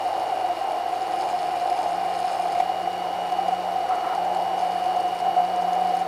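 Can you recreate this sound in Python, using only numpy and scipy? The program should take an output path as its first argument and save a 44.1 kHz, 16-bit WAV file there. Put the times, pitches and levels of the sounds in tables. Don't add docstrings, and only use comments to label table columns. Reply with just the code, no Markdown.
import sys
import numpy as np
from scipy import signal
from scipy.fft import rfft, irfft, next_fast_len
from scipy.io import wavfile
from scipy.ndimage import uniform_filter1d

SR = 44100
rng = np.random.default_rng(int(sys.argv[2]) if len(sys.argv) > 2 else 0)


def to_wav(s):
    ch = np.atleast_2d(s).T
    pcm = np.round(np.clip(ch, -1, 1) * 32767)
    wavfile.write(sys.argv[1], SR, pcm.astype(np.int16))


N = 267687
T = np.arange(N) / SR
MAINS_HZ = 50
LOADED_HZ, FREE_HZ = 177.75, 180.9
OFF_S = 6.02
# (middle [s], half length [s], level [dB])
SLURPS = [(3.924, 0.032, -33), (3.995, .03, -37), (4.06, 0.027, -33), (4.126, 0.024, -32)]


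def gain_of(db):
    return 10 ** (np.asarray(db) / 20)


def evened(x):
    return x / np.sqrt(np.mean(x ** 2) + 1e-20)


def curve(rows):
    return np.interp(T, *np.transpose(rows))


def read(points, hz):
    f, value = np.transpose(points)
    return np.interp(np.log(hz + 1), np.log(f + 1), value)


def drift(rate_hz):
    hz = np.fft.rfftfreq(2048, T[-1] / 2048)
    slow = irfft(rfft(rng.standard_normal(size=2048)) / (1 + (hz / rate_hz) ** 2))
    return evened(np.interp(T, np.linspace(0, T[-1], len(slow)), slow))


def swell(middle_s, half_s):
    return np.exp(-((T - middle_s) / half_s) ** 2)


def ring(points, modes=(), size=4096):
    hz = abs(np.fft.fftfreq(size, 1 / SR))
    db = read(points, hz)
    for f, width, lift in modes:
        db = db + lift / (1 + (2 * (hz - f) / width) ** 2)
    return np.fft.ifft(np.exp(np.conj(signal.hilbert(np.log(gain_of(db)))))).real


def through(x, response):
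    return signal.oaconvolve(x, response)[:N]


def filtered(x, order, hz, kind):
    return signal.sosfiltfilt(signal.butter(order, hz, kind, fs=SR, output="sos"), x)


def strikes(rows, response):
    s, db = np.transpose(rows)
    blows = np.bincount(np.round(s * SR).astype(int), gain_of(db), N)[:N]
    return through(blows, response / abs(response).max())


def contacts(rows, body, decay_s):
    burst = strikes(rows, np.exp(-T[:3000] / decay_s)) * rng.standard_normal(N)
    return through(burst, body / np.linalg.norm(body)) / 2


def load():
    ease_s, ease_length_s = 2.57, .27
    return 1 - np.clip((T - ease_s) / ease_length_s, 0, 1)


def powered():
    fade_s = .013
    return np.exp(-np.maximum(T - OFF_S, 0) / fade_s)


def sucking():
    onset_s, release_s = 0.18, 0.023
    start = SLURPS[0][0] - SLURPS[0][1]
    end = SLURPS[-1][0] + SLURPS[-1][1]
    return np.clip(np.minimum(1 + (T - start) / onset_s, (end - T) / release_s), 0, 1)


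def treble_hiss(level_db=-67.0):
    # (frequency [Hz], density [dB per Hz])
    spectrum = [(20, -60), (8500, -53), (9800, -29), (12000, -2), (15500, -8)]
    ears = [through(ear, ring(spectrum)) for ear in rng.standard_normal((2, N))]
    return gain_of(level_db) * evened(np.array(ears))


def stereo_difference(x, t60_s=0.19):
    # (frequency [Hz], level against the direct sound [dB])
    side_level = [(60, -70), (150, -42), (400, -73), (720, -34.5), (1200, -71), (2400, -52), (4400, -64),
                  (16000, -60)]
    tail = rng.standard_normal(size=12000) * gain_of(-60 * T[:12000] / t60_s)
    diffuse = through(x, tail / np.linalg.norm(tail))
    return np.array([[1], [-1]]) * through(diffuse, ring(side_level))


def beaker_bumps(decay_s=0.0091):
    # (time [s], relative peak [dB])
    bumps = [(2.551, -27), (2.6, -20), (2.62, -38)]
    # (frequency [Hz], density [dB per Hz])
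    plastic = [(20, -20), (110, 1), (220, 1), (400, 4), (1000, 14.5), (1500, -8), (2100, 9), (3000, -3),
               (4200, -9), (8000, -14), (15000, -26)]
    return contacts(bumps, ring(plastic), decay_s)


def brushes(turns, mains, level_db=-42.5, throb=0.023, scrape=0.78, scrape_turns=0.1):
    # (frequency [Hz], density [dB per Hz])
    air = [(100, -9.5), (700, 7), (1600, -1), (2350, 3.5), (2620, -7), (2790, 3.5), (2960, -2),
           (3300, -8.5), (3750, -3), (4150, -8), (4600, 0), (4850, -12), (5200, -8), (5800, -15.5),
           (15700, -23.5)]
    rasp = 1 + scrape * np.exp(-(turns % 1) / scrape_turns)
    hiss = rng.standard_normal(N) * (1 + throb * np.cos(mains)) * rasp
    return gain_of(level_db) * evened(through(hiss, ring(air)))


def sparks(turns, spread_hz=170):
    # (multiple of the shaft speed, level [dB])
    bands = [(72, -66.5), (80, -68)]
    smooth = signal.butter(2, spread_hz, fs=SR, output="sos")
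    out = np.zeros(N)
    for k, db in bands:
        flicker = evened(signal.sosfilt(smooth, rng.standard_normal(N)))
        out += gain_of(db) * flicker * np.cos(2 * np.pi * round(k) * turns)
    return np.sqrt(2) * out


def whine(turns, mains, sway=0.21, loaded_sway=0.51, level_db=0.8, loaded_db=1.5, loaded_top_db=-3):
    # (multiple of the shaft speed, relative level [dB], depth of the mains throb [0-1])
    strong_lines = [(6, -59, .1), (7, -59, .1), (11, -65, .1), (13, -68, .1), (15, -69, .2),
                    (16, -47.7, .55), (18, -67, .2), (19, -71, .2), (20, -70, .2), (22, -69, .2),
                    (24, -65.5, .3), (31, -66, .9), (32, -66.5, .5), (38, -75, .2), (44, -79, .2),
                    (46, -71, .3), (47, -74, .3), (48, -77, .5), (56, -73.5, .5), (58, -78, .2),
                    (61, -78, .2), (64, -74, .5), (70, -80, .3), (72, -73, .7), (73, -79, .2),
                    (79, -80, .5), (80, -77, .6)]
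    # (frequency [Hz], relative level of each [dB])
    weak_lines = [(1200, -73), (3000, -63), (5000, -83), (9000, -84), (11000, -75), (13000, -87),
                  (15500, -87)]
    # (time [s], level change [dB])
    slot_swell = [(0, -2), (1, -4), (2.2, -3.5), (2.55, -4.5), (2.72, 0), (3.5, 1), (3.7, -2.5),
                  (4.2, -1.5), (5.1, 1), (5.7, -1)]
    drag = load()
    swing = (sway + loaded_sway * drag) * np.sin(mains)
    lines = {k: (read(weak_lines, k * FREE_HZ), 0) for k in range(7, 87)}
    lines.update({round(k): (db, throb) for k, db, throb in strong_lines})
    out = np.zeros(N)
    for k, (db, throb) in lines.items():
        start, lag = 2 * np.pi * rng.random(2)
        pulsing = 1 + throb * np.cos(mains + lag * (k > 20))
        slot = gain_of(curve(slot_swell)) if k == 16 else 1
        dulled = 1 + (gain_of(loaded_top_db * k / 80) - 1) * drag
        tone = np.cos(2 * np.pi * k * turns + start + swing)
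        out += gain_of(db) * slot * dulled * pulsing * tone
    return np.sqrt(2) * out * gain_of(level_db + loaded_db * drag)


def hum(turns, mains, second_db=-51, second_loaded_db=-3, second_wobble=1.0, mains_db=-60.5):
    # (time [s], level [dB])
    unbalance = [(0, -64.5), (.98, -64), (1.1, -57.5), (1.66, -55.5), (1.77, -59), (1.92, -49.5),
                 (2.2, -51.5), (2.34, -55), (2.45, -51), (3.5, -47), (5.2, -51), (5.7, -44.5)]
    relief_db = 10
    shake_db = curve(unbalance) - relief_db * sucking()
    shaft = gain_of(shake_db + 1.26 * drift(9)) * np.cos(2 * np.pi * turns)
    arms_level = gain_of(second_db + second_loaded_db * load() + 3.2 * drift(4.3))
    arms = arms_level * np.cos(2 * np.pi * 2 * turns + second_wobble * drift(9))
    stator = powered() * gain_of(mains_db + 0.74 * drift(6)) * np.cos(mains)
    return np.sqrt(2) * (shaft + arms + stator)


def rattle_gain(waver_db=1.66, waver_hz=20):
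    # (start [s], end [s], relative rattle level [dB])
    presses = [(0, 0.24, -55), (0.917, 2.106, -52.5), (2.092, 2.61, -51), (4.57, 5.235, -56),
               (5.548, 6.023, -69)]
    rise_s, fall_s = 0.0068, 0.0083
    loaded_db, free_db = -55, -57
    idle = gain_of(free_db + (loaded_db - free_db) * load())
    pressed = np.zeros(N)
    for start, end, db in presses:
        hold = np.clip(np.minimum((T - start) / rise_s, (end - T) / fall_s), 0, 1)
        pressed += gain_of(db) * hold
    return np.sqrt(idle ** 2 + pressed ** 2) * gain_of(waver_db * drift(waver_hz))


def rattle(turns, mains, spread_db=1.4, decay_turns=0.11, bed=0.18, click=2.4, throb=0.37,
           level_db=5.0, knock_db=7.5, knock_hz=2500, rebound_db=-9, contact_s=0.0015):
    # (time [s], relative peak [dB])
    knocks = [(0.1977, -39.0), (0.94, -38.0), (1.0693, -42), (1.2101, -37), (1.2213, -36), (1.3004, -38.0),
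              (1.39, -38.5), (1.6998, -34), (2.1896, -38.5), (2.2012, -38.5), (2.2517, -39.0), (2.318, -41),
              (2.4205, -41), (2.4711, -43), (2.4821, -36), (2.5214, -37), (2.9286, -40.5), (3.3211, -37),
              (3.4817, -37), (3.8905, -39.5), (3.9508, -40.0), (4.1502, -36), (4.2492, -38), (4.348, -36),
              (4.3709, -43), (4.4208, -41), (4.581, -40), (4.5925, -38.5), (4.7192, -40.0), (4.8412, -39.0),
              (4.8577, -37), (4.963, -38), (5.0015, -35), (5.0788, -43), (5.1509, -43), (5.189, -38),
              (5.2006, -38.5), (5.5605, -39), (5.6103, -40.5), (5.6212, -38.5), (5.6819, -38),
              (5.7318, -36), (5.753, -41.0), (5.8704, -38.5), (5.8904, -39.5), (5.952, -38), (5.9684, -36),
              (5.9915, -37), (6.0023, -40.5)]
    # (frequency [Hz], density [dB per Hz])
    steel_tone = [(200, -37), (1000, 10), (2300, -0.5), (3200, 1), (3800, -1.5), (5200, 0.5), (5800, -17.5),
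                  (7000, -11), (7950, -15.5), (9700, -10), (11000, -16), (15500, -24)]
    # (frequency [Hz], width [Hz], lift [dB])
    steel_modes = [(2388, 130, 14.5), (4240, 170, 2.5), (4460, 300, 4), (5010, 115, 8.5), (5370, 100, 9.5),
                   (6340, 115, 18.5), (6430, 140, 6.5), (6980, 150, 15.5), (7370, 140, 3), (7800, 200, 11),
                   (8580, 160, 15.5), (9200, 150, 9.5), (9350, 74, 10), (9980, 170, 15.5)]
    steel = ring(steel_tone, steel_modes)
    force = gain_of(spread_db * np.clip(rng.standard_normal(size=2000), -2, 1.2))[turns.astype(int)]
    scrape = (bed + force * np.exp(-(turns % 1) / decay_turns)) * rng.choice([-1., 1.], N)
    from_hit = (turns % 1 - .03) * SR / FREE_HZ
    tick = np.sinc(.7 * from_hit) * np.exp(-(from_hit / 4) ** 2)
    drive = (scrape + click * force * tick) * (1 + throb * np.cos(mains))
    chatter = gain_of(level_db) * rattle_gain() * evened(through(drive, steel))
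    bright = signal.sosfilt(signal.butter(2, knock_hz, "high", fs=SR, output="sos"), steel)
    rebounds = [(s + 1 / FREE_HZ, db + rebound_db) for s, db in knocks]
    return chatter + gain_of(knock_db) * contacts(list(knocks) + rebounds, bright, contact_s)


def slurp(turns, bubbles_per_s=5000, trickle_db=-56, late_trickle_db=-50, chop=0.38):
    # (frequency [Hz], density [dB per Hz])
    froth = [(100, -26.5), (340, 7), (450, 6), (600, -18), (800, 5), (1000, 18.5), (1130, 10.5),
             (1330, 15.5), (1550, -2), (1900, 1.5), (2400, -7), (4000, -24), (12000, -46)]
    pops = rng.standard_normal(N) * (rng.random(N) < bubbles_per_s / SR)
    chopped = pops * (1 + chop * np.cos(2 * np.pi * turns))
    power = sum(gain_of(db) ** 2 * swell(s, half) for s, half, db in SLURPS)
    trickle = gain_of(np.linspace(trickle_db, late_trickle_db, N))
    return np.sqrt(trickle ** 2 + power) * evened(through(chopped, ring(froth)))


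def howl_db(waver_db=0.5, waver_hz=4):
    # (middle [s], half length [s], level change [dB])
    surges = [(0.553, 0.019, -6), (1.75, 0.52, 1.3), (2.58, 0.13, 2.5), (2.904, 0.54, -1.85),
              (3.627, 0.04, -2), (3.93, 0.026, 8.5), (4.99, 0.067, 4.5), (5.183, 0.018, -9),
              (5.265, 0.017, 14), (5.399, 0.025, 14), (5.817, 0.31, 2.5), (6.07, 0.084, -4)]
    start_db, rise_db_per_s = -26, 0.2064
    steady = start_db + rise_db_per_s * T + waver_db * drift(waver_hz)
    return steady + sum(db * swell(s, half) for s, half, db in surges)


def gulps(howl, level_db=0.56, takeover=0.76, rise_share=0.4, fall_share=0.6,
          starve=0.52, starve_s=0.0038, lead_share=0.97):
    # (time [s], relative peak [dB], length [s], pitch [Hz])
    pockets = [(0.065, -19.5, 0.034, 727), (0.329, -17.5, 0.015, 740), (0.448, -16.5, 0.016, 733),
               (0.506, -18.5, 0.027, 711), (0.615, -19.5, 0.013, 750), (0.863, -19.5, 0.012, 745),
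               (0.932, -19.5, 0.016, 728), (1.021, -21.5, 0.033, 754), (1.139, -18, 0.014, 750),
               (1.345, -18.5, 0.024, 721), (1.626, -20.5, 0.039, 720), (1.66, -16, 0.0082, 739),
               (1.722, -16.5, 0.02, 723), (1.793, -18.5, 0.021, 747), (1.862, -16.5, 0.0088, 716),
               (1.984, -18.5, 0.012, 760), (2.063, -20.5, 0.018, 740), (2.248, -16.5, 0.015, 744),
               (2.401, -16, 0.011, 720), (2.459, -17.0, 0.011, 702), (2.56, -15, 0.014, 730),
               (2.582, -17.5, 0.018, 720), (2.605, -9.5, 0.013, 740), (2.628, -18.5, 0.019, 730),
               (2.698, -16.0, 0.014, 755), (2.877, -15, 0.0088, 753), (3.327, -17.5, 0.021, 740),
               (3.391, -15.5, 0.014, 758), (3.487, -14, 0.013, 744), (3.529, -16.5, 0.024, 752),
               (3.763, -18, 0.016, 752), (3.786, -18.5, 0.012, 737), (3.902, -18, 0.035, 753),
               (3.933, -19.5, 0.017, 720), (4.074, -19, 0.021, 720), (4.109, -20, 0.024, 748),
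               (4.181, -18.0, 0.015, 780), (4.364, -17, 0.013, 770), (4.634, -15, 0.021, 743),
               (4.659, -19, 0.019, 718), (4.76, -18.5, 0.017, 722), (4.824, -19.5, 0.017, 737),
               (4.864, -15, 0.019, 722), (4.892, -19, 0.033, 745), (4.974, -17.5, 0.02, 733),
               (5.005, -19.5, 0.02, 735), (5.057, -18.5, 0.027, 720), (5.23, -18, 0.017, 726),
               (5.263, -18.5, 0.028, 736), (5.286, -16, 0.024, 762), (5.373, -10.5, 0.019, 723),
               (5.399, -16, 0.025, 722), (5.443, -19.5, 0.032, 723), (5.593, -19.5, 0.041, 720),
               (5.624, -18.0, 0.0094, 750), (5.65, -17.5, 0.015, 720), (5.687, -18.0, 0.025, 735),
               (5.726, -18.5, 0.024, 725), (5.768, -18.0, 0.017, 767), (5.822, -15, 0.013, 746),
               (5.858, -17.5, 0.016, 730), (5.942, -16.5, 0.018, 745), (6.017, -17.5, 0.023, 752)]
    out = howl.copy()
    for s, db, length_s, hz in pockets:
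        near = slice(max(round((s - .07) * SR), 0), round((s + .07) * SR))
        age = T[near] - s
        width_s = length_s * np.where(age < 0, rise_share, fall_share)
        shape = np.exp(-(age / width_s) ** 2)
        starved = starve * np.exp(-((age + lead_share * length_s) / starve_s) ** 2)
        tone = np.exp(2j * np.pi * hz * age)
        tone *= np.exp(1j * np.angle(np.sum(howl[near] * shape * tone.conj())))
        kept = (1 - starved) * (1 - takeover * np.sqrt(shape))
        out[near] = out[near] * kept + gain_of(db + level_db) * shape * tone
    return out.real


def churn(turns, blade_wobble=0.21, wash_follow=0.17, wash_db=-0.83, late_skirt=0.44, slosh_hz=4,
          ceiling_db=8.0, wash_chop=0.1):
    # (time [s], level against the turbulence [dB])
    blade_level = [(0, -13), (1.1, -24), (1.5, -7), (2.6, -7.5), (3.3, -12), (4.6, -16.5), (5.05, -6.5),
                   (5.4, -4.5), (6.07, -7)]
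    # (frequency [Hz], density [dB per Hz])
    liquid = [(20, -32), (60, -34.5), (130, -25), (230, -25.5), (275, -20.5), (320, -16), (500, -13.5),
              (740, -3), (900, -7), (1150, -18.5), (1500, -17.5), (2300, -31), (3200, -35), (8000, -62.5)]
    # (frequency [Hz], width [Hz], lift [dB])
    beaker = [(343, 64, 8.5), (456.6, 35, 7), (528.8, 38, 8.5), (634, 80, 8.5), (718.2, 39, 8.5),
              (771.6, 68, 9), (849, 120, 6), (1045, 74, 7), (1245, 97, 3)]
    swirl = evened(through(rng.standard_normal(N), ring(liquid, beaker)))
    column = filtered(swirl, 2, [620, 880], "band")
    core = filtered(swirl, 2, [695, 785], "band")
    skirt = 1 + (late_skirt - 1) * (T / T[-1]) ** 2
    ringing = core + skirt * (column - core)
    sway = np.exp(2j * np.pi * np.cumsum(slosh_hz * drift(5)) / SR)
    blade = np.sqrt(2) * np.exp(1j * (2 * np.pi * 4 * turns + blade_wobble * drift(10)))
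    blade_gain = gain_of(curve(blade_level)) * (1 + 0.52 * drift(28))
    howl = signal.hilbert(ringing, next_fast_len(N))[:N] * sway + blade_gain * blade
    howl /= np.sqrt(uniform_filter1d(uniform_filter1d(howl.real ** 2, size=1700), size=1100))
    excess = uniform_filter1d(abs(howl) ** 2, size=300) / gain_of(ceiling_db) ** 2
    howl /= (1 + excess ** 2) ** .25
    level = howl_db()
    upper = filtered(swirl, 3, 1150, "high")
    wash = swirl - column + wash_chop * np.cos(2 * np.pi * turns) * upper
    wash_level = level.mean() + wash_follow * (level - level.mean()) + wash_db
    return gulps(gain_of(level) * howl) + gain_of(wash_level) * wash


def stereo_phase(x):
    # (frequency [Hz], lead of the left channel [radians])
    lead_by_hz = [(20, 0.01), (9200, 0), (9900, 0.54), (11500, 1.66), (15000, 1.84)]
    size = next_fast_len(N + 2048)
    lead = np.exp(.5j * read(lead_by_hz, np.fft.rfftfreq(size, 1 / SR)))
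    return irfft(rfft(x, size) * np.array([lead, lead.conj()]), size)[:, :N]


def scene(wander_hz=0.154, flutter_hz=0.1, coast_hz_per_s=210):
    drag = load()
    speed = FREE_HZ + (LOADED_HZ - FREE_HZ) * drag
    speed += wander_hz * (1 + drag) * drift(0.834) + flutter_hz * drift(21.2)
    turns = np.cumsum(speed - coast_hz_per_s * np.maximum(T - OFF_S, 0)) / SR
    mains = 2 * np.pi * 2 * MAINS_HZ * T
    motor = brushes(turns, mains) + sparks(turns) + powered() * whine(turns, mains)
    motor += hum(turns, mains) + rattle(turns, mains)
    blender = beaker_bumps() + motor + slurp(turns) + churn(turns)
    return treble_hiss() + stereo_difference(blender) + stereo_phase(blender)


def record(dry):
    edge_hz = 15740
    low_pass = signal.firwin(1023, edge_hz, window=("kaiser", 9), fs=SR)
    return signal.oaconvolve(dry, low_pass[None], "same")


dry = scene()
out = record(dry)
to_wav(out)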